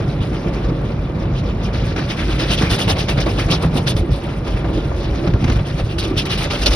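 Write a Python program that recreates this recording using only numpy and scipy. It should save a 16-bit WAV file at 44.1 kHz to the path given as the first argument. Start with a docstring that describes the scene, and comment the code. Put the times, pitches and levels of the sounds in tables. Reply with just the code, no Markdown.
"""Wet swishes over a low rumble: the inside of a closed car while a spinning brush washes it.
Cloth strips whip the car: bursts of random drops splash, ping and hiss on the glass and drum the panels.
Some strips slap flat or crack at their tips; thuds and knocks, strong and faint, ring the shell's own notes.
Behind them, filtered noise makes the boom and drumming of pumps and fans, and random drops the running
water. Two close microphone ports listen."""
import sys
import numpy as np
from scipy import signal
from scipy.fft import rfft, irfft, next_fast_len
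from scipy.io import wavfile
from scipy.ndimage import uniform_filter1d

SR = 44100
rng = np.random.default_rng(int(sys.argv[2]) if len(sys.argv) > 2 else 0)


def unload_audio(sound):
    """Save the sound as a 16-bit wav file, at the path given as the first command line argument."""
    columns = np.transpose(np.atleast_2d(sound))
    # keep every value between -1 and 1, then stretch to whole-number steps
    steps = np.round(np.clip(columns, -1, 1) * 32767)
    wavfile.write(sys.argv[1], SR, steps.astype(np.int16))


N = 297674
T = np.arange(N) / SR                      # time [s]
SIZE = next_fast_len(N + SR // 10)         # a little spare room, so filters do not wrap round
HZ = np.maximum(np.arange(SIZE // 2 + 1) * SR / SIZE, 1)

# Cloth swishes, slopes before sharpening:
# (time of the top [s], spray level [dB], swell [dB/s], fade [dB/s], extra dull splash and panel sound [dB])
CLOTH_SWISHES = [(0.005, -39, 500, 205, 5.5), (0.1, -41.5, 1609, 100, 1), (0.223, -34.5, 470, 252, 0.5),
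                 (0.345, -35, 422, 144, 1), (0.485, -38.5, 400, 300, 5), (0.536, -38, 1103, 132, 6.5),
                 (0.638, -37.5, 1200, 250, 3), (0.688, -35.5, 2000, 393, -6), (0.74, -44.5, 500, 252, -3),
                 (0.86, -41.5, 300, 75, 0), (1.02, -43.5, 302, 152, -6), (1.1, -47, 200, 200, -2),
                 (1.2, -39.5, 502, 103, -4), (1.385, -34, 205, 296, -13), (1.47, -38, 306, 137, -3.5),
                 (1.646, -30.5, 400, 298, -6), (1.738, -29.5, 901, 100, -1.5), (1.881, -32.5, 142, 192, 1),
                 (1.925, -38, 400, 498, 7), (1.962, -33.5, 2500, 120, 7), (1.99, -29.5, 400, 200, 5),
                 (2.104, -25.5, 650, 196, 5), (2.172, -31, 1200, 200, -5), (2.193, -27.5, 800, 117, 7),
                 (2.3, -29, 500, 117, 7.5), (2.403, -21.5, 650, 155, 6.5), (2.516, -18.5, 357, 300, 6.5),
                 (2.538, -20.5, 600, 500, -13), (2.582, -21, 1100, 245, 0), (2.619, -23.5, 700, 190, 8),
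                 (2.66, -32, 498, 120, -8), (2.706, -16, 1100, 220, -1), (2.744, -22, 500, 300, -0.5),
                 (2.791, -21.5, 1198, 302, -2.5), (2.811, -21, 602, 216, -0.5), (2.881, -28, 2000, 300, 9),
                 (2.899, -12, 700, 500, -4), (2.927, -26, 600, 498, -8), (2.966, -32.5, 1200, 200, 4.5),
                 (2.996, -20, 500, 300, -0.5), (3.03, -34, 400, 400, -12), (3.093, -19, 900, 294, 2.5),
                 (3.179, -27, 1200, 300, 7.5), (3.206, -19.5, 1202, 350, -6), (3.264, -28, 1500, 200, 0),
                 (3.293, -30.5, 900, 150, -2), (3.392, -22.5, 700, 257, 2), (3.44, -33, 300, 300, -2.5),
                 (3.488, -41, 2006, 500, 13), (3.517, -14, 700, 350, -3.5), (3.545, -22, 600, 450, -1),
                 (3.631, -28.5, 550, 298, 1.5), (3.774, -24, 340, 402, -2), (3.875, -16.5, 1300, 350, -4.5),
                 (3.904, -23, 500, 400, -11), (3.967, -27.5, 2300, 235, -5.5), (4.12, -32, 600, 114, -6),
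                 (4.267, -40, 252, 92, 2), (4.479, -33, 309, 302, 1), (4.574, -38, 600, 150, 5),
                 (4.65, -54, 400, 200, 8), (4.74, -31, 900, 147, -8), (4.988, -36.5, 300, 302, -9),
                 (5.053, -35.5, 200, 500, 2), (5.168, -38.5, 160, 303, 5), (5.485, -28, 798, 797, 2.5),
                 (5.523, -28.5, 898, 400, -1), (5.56, -30.5, 1498, 400, 2.5), (5.596, -37, 900, 500, 9),
                 (5.674, -31.5, 350, 155, 1), (5.794, -27.5, 500, 400, 4.5), (5.918, -30, 353, 350, -1),
                 (5.986, -20, 2500, 370, -26), (6.028, -28.5, 500, 125, 5.5), (6.184, -17, 702, 272, 1.5),
                 (6.256, -26, 2200, 303, 6.5), (6.303, -24, 1203, 200, 2.5), (6.331, -21.5, 400, 294, 2.5),
                 (6.377, -21.5, 2500, 250, 2), (6.415, -24.5, 600, 204, 6), (6.445, -24.5, 300, 350, 2),
                 (6.508, -22, 1500, 121, 3), (6.59, -27.5, 900, 194, -10), (6.62, -21.5, 1198, 252, 0.5),
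                 (6.662, -8, 3005, 600, -5.5), (6.678, -16, 1200, 700, -5), (6.71, -20, 1400, 107, -3.5)]
# The brush along the car, read smoothly between rows: (time [s], steady mist between swishes [dB],
# cloth on the panels for a swish of -24.5 dB [dB], sizzle compared with spray [dB])
BRUSH_PATH = [(0, -42.5, -23.5, -17), (.8, -45, -26, -20.5), (1.3, -47, -14.5, -21.5),
              (2.0, -41, -27.5, -19), (2.5, -35.5, -31, -15), (2.8, -44, -21.5, -12.5),
              (3.2, -34.5, -24.5, -16), (3.7, -40.5, -20.5, -13.5), (4.0, -47, -17, -11.5),
              (4.6, -40.5, -25.5, -17.5), (5.1, -43, -28.5, -17.5), (5.4, -37.5, -20.5, -19),
              (5.7, -44.5, -26.5, -15), (6.2, -46.5, -33, -14), (6.75, -30, -23, -16)]
# Strips slapping flat on the glass: (time [s], strength [dB])
FLAT_SLAPS = [(0.21, -23), (0.44, -18), (0.692, -16), (2.612, -13), (2.709, -14.5), (2.899, -6),
              (3.091, -16), (3.179, -21.5), (3.262, -7.5), (3.519, -10), (3.63, -10.5), (3.756, -13),
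              (4.472, -18), (4.64, -14), (4.774, -22), (4.905, -16), (5.265, -13.5), (5.335, -16),
              (5.443, -21), (5.492, -20), (6.46, -27), (6.664, -16), (6.736, -12.5)]
# Strip tips cracking on the glass: (time [s], strength [dB])
TIP_CRACKS = [(1.961, -20.5), (3.084, -19), (3.262, -21), (3.381, -35), (3.872, -28), (3.965, -32),
              (4.472, -34), (4.945, -32), (5.274, -20.5), (5.336, -26), (5.442, -14.5), (5.498, -14.5),
              (5.521, -27), (5.984, -29)]
# Low thuds and knocks in the shell, strong and faint:
# (time [s], strength [dB], pitch around which the shell rings most [Hz])
SHELL_THUDS = [(0.206, -1, 68), (0.317, -18, 304), (0.459, -11, 146), (0.688, -5.5, 120),
               (0.719, -18.5, 332), (0.991, -7, 75), (1.302, -18, 340), (1.434, -9.5, 87.6),
               (1.777, -12, 100), (1.871, -14, 144), (2.502, -12, 129), (2.611, -13.5, 332),
               (2.633, -4.5, 133), (2.696, -25, 324), (2.717, -4, 110), (2.873, -5.5, 121), (2.922, -2, 70),
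               (3.178, -5, 132), (3.26, -16, 87), (3.458, -1.5, 90), (3.503, -8, 146), (3.528, -7, 105),
               (3.65, -10, 160), (3.661, -4.5, 81), (3.754, -8.5, 209), (3.794, -7, 119), (3.95, -2, 93),
               (3.965, -20, 302), (3.992, -3, 66), (4.016, -0.5, 67.4), (4.093, -9, 124),
               (4.107, -8.5, 137), (4.12, -1, 98), (4.123, -9.5, 69), (4.542, -9, 103), (4.771, -17.5, 330),
               (4.851, -27, 310), (4.855, -8.5, 85.4), (4.956, -5.5, 69.4), (5.109, -5.5, 62),
               (5.244, -20.5, 560), (5.273, -7.5, 138), (5.291, -8, 115), (5.342, -0.5, 100),
               (5.362, -11, 100), (5.428, -5.5, 117), (5.44, -16, 250), (5.452, -4, 113), (5.487, -4, 92),
               (5.497, -16, 250), (5.518, -3.5, 90), (5.542, -12, 91.5), (5.561, -4, 99), (5.577, -5.5, 86),
               (5.611, -7, 117.7), (5.732, -7, 60), (5.743, -16, 163), (5.836, -7, 103), (6.167, -7, 105),
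               (6.459, -21, 560), (6.535, -20.5, 590), (6.664, -15.5, 580), (6.665, -16.5, 324)]
# The tunnel heard through the shell, before the trims in tunnel():
# (time [s], deep boom [dB], machinery drumming [dB], running water [dB])
TUNNEL_LEVELS = [(0.0, -23, -21.5, -27), (0.6, -22.5, -22, -24.5), (1.2, -19.5, -21, -28),
                 (1.8, -23, -21.5, -27), (2.3, -21.5, -22.5, -30), (2.65, -22, -21.5, -24),
                 (3.0, -20, -22, -30), (3.25, -18, -24, -25.5), (3.59, -18.5, -20.5, -26.5),
                 (3.9, -22.5, -21, -28), (4.2, -23, -26.5, -29.5), (4.72, -20, -22, -23.5),
                 (5.21, -20, -25, -24.5), (5.45, -20.5, -24.5, -29.5), (5.86, -22.5, -25, -28),
                 (6.2, -22, -23, -25.5), (6.75, -17.5, -26.5, -28.5)]
# Notes the shell rings at: (pitch [Hz], level [dB], time to fall 60 dB [s])
SHELL_MODES = [(45.4, 2, 0.11), (60.4, -5, 0.088), (83.8, -4, 0.13), (103, -4, 0.084), (117.7, -4.5, 0.067),
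               (137.8, -7, 0.18), (165.7, 2.5, 0.19), (250, 6.5, 0.085), (316, 4.5, 0.092),
               (583, 3.5, 0.095)]
# Resonances of the glass, then of the panels: (pitch [Hz], width [Hz], gain at the peak [dB])
GLASS_MODES = [(1495, 46, -15), (2120, 17, -16), (2422, 44, -2.5), (2673, 93, -1), (2910, 290, -5.5),
               (3486, 53, -3), (3880, 40, -4.5), (6620, 165, 5)]
BODY_PANEL_MODES = [(268, 41, 0), (327, 51, 2), (391, 19, -8.5), (464.5, 32, -7.5), (555.4, 10, -0.5),
                    (1174, 78, -6.5), (1387, 21, -1.5)]
# Tone colours, from the swishes to the background: (frequency [Hz], relative gain [dB])
SPRAY_COLOUR = [(1700, -35), (2500, -1.5), (3200, 2.5), (4200, 0.5), (5200, -1), (6200, -9), (6800, -20),
                (7300, -38), (8500, -101)]
SPLASH_COLOUR = [(800, -11), (1300, 3.5), (1800, 2.5), (2400, 2), (3200, -13)]
SIZZLE_COLOUR = [(6500, -84), (7800, 3), (9500, 5.5), (11000, -1.5), (13000, -3), (15900, -11)]
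PANEL_COLOUR = [(180, -2), (320, -5.5), (600, -3), (900, -7), (1300, -12), (1900, -42)]
CRACK_COLOUR = [(300, -10), (600, -3.5), (1200, -6), (2200, -4.5), (4000, -13), (6200, -15.5), (7400, -38),
                (10000, -31), (13000, -43)]
BOOM_COLOUR = [(25, -3), (36, -1.5), (48, 11.5), (81, -2.5), (110, -3.5), (140, -43)]
DRUMMING_COLOUR = [(47, -43), (80, -2.5), (129, 4), (215, -5.5), (330, -17.5), (430, -42), (730, -120)]
WATER_COLOUR = [(180, -28.5), (300, 2), (500, 0.5), (800, -5), (1300, -12.5), (2000, -15.5), (4000, -26.5),
                (6000, -73), (9000, -41), (15500, -51)]
# The two ports: (frequency [Hz], phase by which the left leads [radians],
# unshared sound compared with shared [dB], left compared with right [dB])
MICROPHONE_PORTS = [(25, 0, -52, 0), (60, 0, -40, -.1), (130, 0, -30, -.6), (340, 0.05, -13, -3),
                    (690, .35, -6.5, .5), (1100, .1, -4, 1), (1700, .4, -6, 1), (2200, 1.2, -4, 2),
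                    (2600, 2.1, -8, 0), (3600, .9, -8, 0), (4600, .9, -2, 1), (5700, 1.1, -7, 1),
                    (7300, 3.14, -16, 0), (8800, 4.7, -7, 0), (10500, 6.28, -16, 0), (12000, 8.2, -6, 0),
                    (13500, 9.42, -18, 0), (14500, 9.8, -10, 0), (15600, 12.56, -12, 0)]

PANEL_FOLLOWS = 0.57                       # panel dB gained per dB of swish
SPLASH_DB, SPLASH_FOLLOWS = -3, 0.57       # start level from spray; share of the panel's lead over spray
MIST_WAVERS_PER_S, MIST_WAVERS_DB = 12, 1.4   # before sharpening
SLAP_RISE_S, SLAP_DECAY_S, SLAP_PANEL_DB, SLAP_SPLASH_DB = 0.0055, 0.013, 0.5, -11
CRACK_RISE_S, CRACK_DECAY_S = 0.0012, 0.0064
DROPLETS_PER_S, DROPLET_DB = 500, -13.5    # big drops; gain on the spray's swell
DROPLET_CYCLES = 30.0                      # cycles for a ring to fall 60 dB
STOP_HZ = 16100


def swishes():
    """Flung water splashes, patters and rings on the glass, fine mist sizzles, cloth drums the panels."""
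    spray_gain, splash_gain, sizzle_gain, panel_gain = swish_gains(sharpen=(1.65, 1.29, 2.25, 1.18))
    slap = slaps(FLAT_SLAPS, SLAP_RISE_S, SLAP_DECAY_S)
    splash_gain = np.hypot(splash_gain, from_db(SLAP_SPLASH_DB) * slap)
    panel_gain = np.hypot(panel_gain, from_db(SLAP_PANEL_DB) * slap)

    patter = from_db(-3.5) * coloured(drops(14000, 0.91), SPRAY_COLOUR)
    spray = spray_gain * (patter + from_db(DROPLET_DB) * droplets())
    splash = splash_gain * from_db(-4.5) * coloured(drops(8000, 0.73), SPLASH_COLOUR)
    sizzle = sizzle_gain * from_db(-2.0) * coloured(drops(13000, 1.2), SIZZLE_COLOUR)
    panel = panel_gain * from_db(-4.0) * coloured(drops(3000, 0.55), PANEL_COLOUR)

    water = patchy(splash + spray + sizzle, 1266, 7470, depth_db=2.5, count=7)
    water = splats(per_s=100, decay_s=0.002, depth=0.087) * water
    crack = slaps(TIP_CRACKS, CRACK_RISE_S, CRACK_DECAY_S) * coloured(drops(9000, 2.3), CRACK_COLOUR)
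    return rung(water, GLASS_MODES, 23.0, 3.5) + rung(panel, BODY_PANEL_MODES, 18, 2.3) + crack


def swish_gains(sharpen):
    """Each swish swells and dies at a near-steady dB rate over a wavering mist; all add in power.

    Gives one gain each for spray, splash, sizzle and panel; sharpen steepens the shape for each."""
    s, db, swell, fade, dull_db = np.transpose(CLOTH_SWISHES)[:, :, None]
    t = T[::44]                            # about one step per millisecond is enough
    at_s, *brush = np.transpose(BRUSH_PATH)
    mist_db, cloth_db, sizzle_db = [np.interp(t, at_s, column) for column in brush]
    mist = flicker(MIST_WAVERS_PER_S, MIST_WAVERS_DB)[::44]

    away_db = np.where(t < s, (s - t) * swell, (t - s) * fade)
    knee_db = 5.0                          # the strip lies flat for a moment: the top is rounded
    away_db = np.hypot(away_db, knee_db) - knee_db

    # one row per swish, the mist in the last row
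    tops_db = np.vstack([db + 0 * t, mist_db])
    dull_db = np.vstack([dull_db, [0]])
    panel_db = cloth_db + PANEL_FOLLOWS * (tops_db + 24.5) + dull_db
    splash_db = tops_db + dull_db / 2 + SPLASH_DB + SPLASH_FOLLOWS * (panel_db - tops_db)
    for level_db, steep in zip([tops_db, splash_db, tops_db + sizzle_db, panel_db], sharpen):
        swish_power = np.sum(from_db(level_db[:-1] - steep * away_db) ** 2, axis=0)
        mist_power = (mist ** steep * from_db(level_db[-1])) ** 2
        yield np.sqrt(np.interp(T, t, uniform_filter1d(swish_power + mist_power, size=2)))


def slaps(rows, rise_s, decay_s):
    """Each blow is a quick swell that dies away."""
    s, db = np.transpose(rows)
    hits = np.full(N, 1e-18)               # tiny floor keeps the filters fast
    hits[(s * SR).astype(int)] = from_db(db)
    rise, fall = np.exp(-1 / (SR * np.array([rise_s, decay_s])))
    dying = signal.lfilter([1], [1, -fall], hits)
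    return signal.lfilter([1 - rise], [1, -rise], dying)


def droplets():
    """Big drops strike one by one and ring briefly, each at one of 14 pitches; overall rms is 1."""
    hits = drops(DROPLETS_PER_S, 3.2)
    pitch_number = rng.integers(0, 14, N)
    out = 0
    for k, hz in enumerate(np.geomspace(1300, 5800, 14)):
        r, w = from_db(-60 * hz / (DROPLET_CYCLES * SR)), 2 * np.pi * hz / SR
        chosen = hits * (pitch_number == k) + 1e-18
        out = out + signal.lfilter([0, np.sin(w)], [1, -2 * r * np.cos(w), r * r], chosen)
    return out / np.sqrt(np.mean(out ** 2))


def patchy(x, low_hz, high_hz, depth_db, count):
    """Water lands unevenly: each slice of the band swells and thins on its own."""
    place = np.log(HZ / low_hz) / np.log(high_hz / low_hz) * (count - 1)
    place = np.clip(place, 0, count - 1)
    whole = rfft(x, SIZE)
    out = 0
    for k in range(count):
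        overlap = np.maximum(1 - abs(place - k), 0)
        out = out + irfft(whole * overlap, SIZE)[:, :N] * flicker(31.5, depth_db)
    return out


def thuds():
    """Each thud or knock is a push that rings the shell, most in the modes nearest its pitch."""
    strengths_db = rng.normal(0, 1, (len(SHELL_THUDS), 2, len(SHELL_MODES)))
    out = np.zeros((2, N))
    for k, (hz, mode_db, t60) in enumerate(SHELL_MODES):
        push = np.full((2, N), 1e-18)
        for (s, db, near_hz), own_db in zip(SHELL_THUDS, strengths_db[:, :, k]):
            off_db = 85.0 * np.log2(hz / near_hz) ** 2   # modes far from that pitch stay quiet
            # the second row changes sign from mode to mode
            push[:, int(s * SR)] += from_db(db + mode_db - off_db + own_db) * [1, (-1) ** k]
        r, w = from_db(-60 / (t60 * SR)), 2 * np.pi * hz / SR
        out += signal.lfilter([0, np.sin(w)], [1, -2 * r * np.cos(w), r * r], push)
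    # a soft start: the treble is taken off
    return signal.sosfilt(signal.butter(4, 800, fs=SR, output="sos"), out)


def tunnel():
    """Machinery booms and drums through the shell, water runs and gurgles over it."""
    s, *levels = np.transpose(TUNNEL_LEVELS)
    boom_db, machine_db, water_db = [np.interp(T, s, column) for column in levels]
    boom = from_db(boom_db) * flicker(6.7, 1.6)
    boom = boom * coloured(rng.standard_normal((2, N)), BOOM_COLOUR)
    drumming = from_db(machine_db + 2.0) * flicker(27, 0.45)
    drumming = drumming * coloured(rng.standard_normal((2, N)), DRUMMING_COLOUR)
    water = from_db(water_db - 5.0) * splats(per_s=20, decay_s=0.014, depth=0.27)
    water = water * coloured(drops(9000, 2.1), WATER_COLOUR)
    return boom + drumming + rung(water, BODY_PANEL_MODES, 1.86, 5.4)


def rung(x, modes, rate, depth_db):
    """The sound plus its ringing; as the contact wanders, each mode comes and goes."""
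    out = x.copy()
    for hz, width_hz, db in modes:
        r, w = np.exp(-np.pi * width_hz / SR), 2 * np.pi * hz / SR
        top = (1 - r * r) / 2 * from_db(db)
        feed = x * flicker(rate, depth_db)
        out += signal.lfilter([top, 0, -top], [1, -2 * r * np.cos(w), r * r], feed)
    return out


def splats(per_s, decay_s, depth):
    """A gain that jumps as each clump of water lands and sinks back; rms 1."""
    clumps = rng.exponential(1, N) * (rng.random(N) < per_s / SR)
    gain = 1 + depth * signal.lfilter([1], [1, -np.exp(-1 / (decay_s * SR))], clumps)
    return gain / np.sqrt(np.mean(gain ** 2))


def drops(per_s, spread_db):
    """Random impacts of uneven size: one shared and one unshared stream."""
    sizes = from_db(spread_db * np.minimum(rng.exponential(1, (2, N)), 5))
    sizes = sizes * rng.standard_normal((2, N))
    return sizes * (rng.random((2, N)) < per_s / SR)


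def flicker(rate, depth_db):
    """A gain that wanders at random, faster for a higher rate; depth_db is its typical swing."""
    r = np.exp(-2 * np.pi * rate * 32 / SR)   # worked out at every 32nd sample
    slow = signal.lfilter([1], [1, -2 * r, r * r], rng.standard_normal(N // 32 + 1002))[1000:]
    return from_db(depth_db * np.interp(np.arange(N) / 32, np.arange(len(slow)), slow / slow.std()))


def coloured(x, spectrum):
    """Shape a sound by a tone colour that falls away beyond its ends; rms 1."""
    hz, db = np.transpose(spectrum)
    ends = np.minimum(HZ / hz[0], 1) ** 2 * np.minimum(hz[-1] / HZ, 1) ** 2
    y = irfft(rfft(x, SIZE) * from_db(at_hz(hz, db)) * ends, SIZE)[..., :N]
    return y / np.sqrt(np.mean(y ** 2))


def at_hz(hz, values):
    """Read a table column at every frequency, on a logarithmic pitch scale."""
    return np.interp(np.log(HZ), np.log(hz), values)


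def from_db(db):
    """Turn decibels into a gain."""
    return 10 ** (np.asarray(db) / 20)


def scene():
    """Row 0 reaches both ports alike, row 1 with opposite sign; the left port leads in phase."""
    shared, unshared = rfft(swishes() + thuds() + tunnel(), SIZE)
    hz, lead, unshared_db, balance_db = np.transpose(MICROPHONE_PORTS)
    part = from_db(at_hz(hz, unshared_db))
    tilt = from_db(at_hz(hz, balance_db) / 2)
    turn = np.exp(.5j * np.interp(HZ, hz, lead))   # half the lead on each side
    left = (shared + part * unshared) * tilt * turn
    right = (shared - part * unshared) / tilt / turn
    return irfft(np.array([left, right]) / np.sqrt(1 + part ** 2), SIZE)[:, :N]


def record(dry):
    """The microphone drops the deepest bass and rounds peaks; the top is cut steeply."""
    dry = signal.sosfilt(signal.butter(2, 32, "high", fs=SR, output="sos"), dry)
    rounded = 1.011 * np.tanh(dry / 1.236)
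    return signal.sosfilt(signal.cheby2(14, 70, STOP_HZ, fs=SR, output="sos"), rounded)


dry = scene()
out = record(dry)
unload_audio(out)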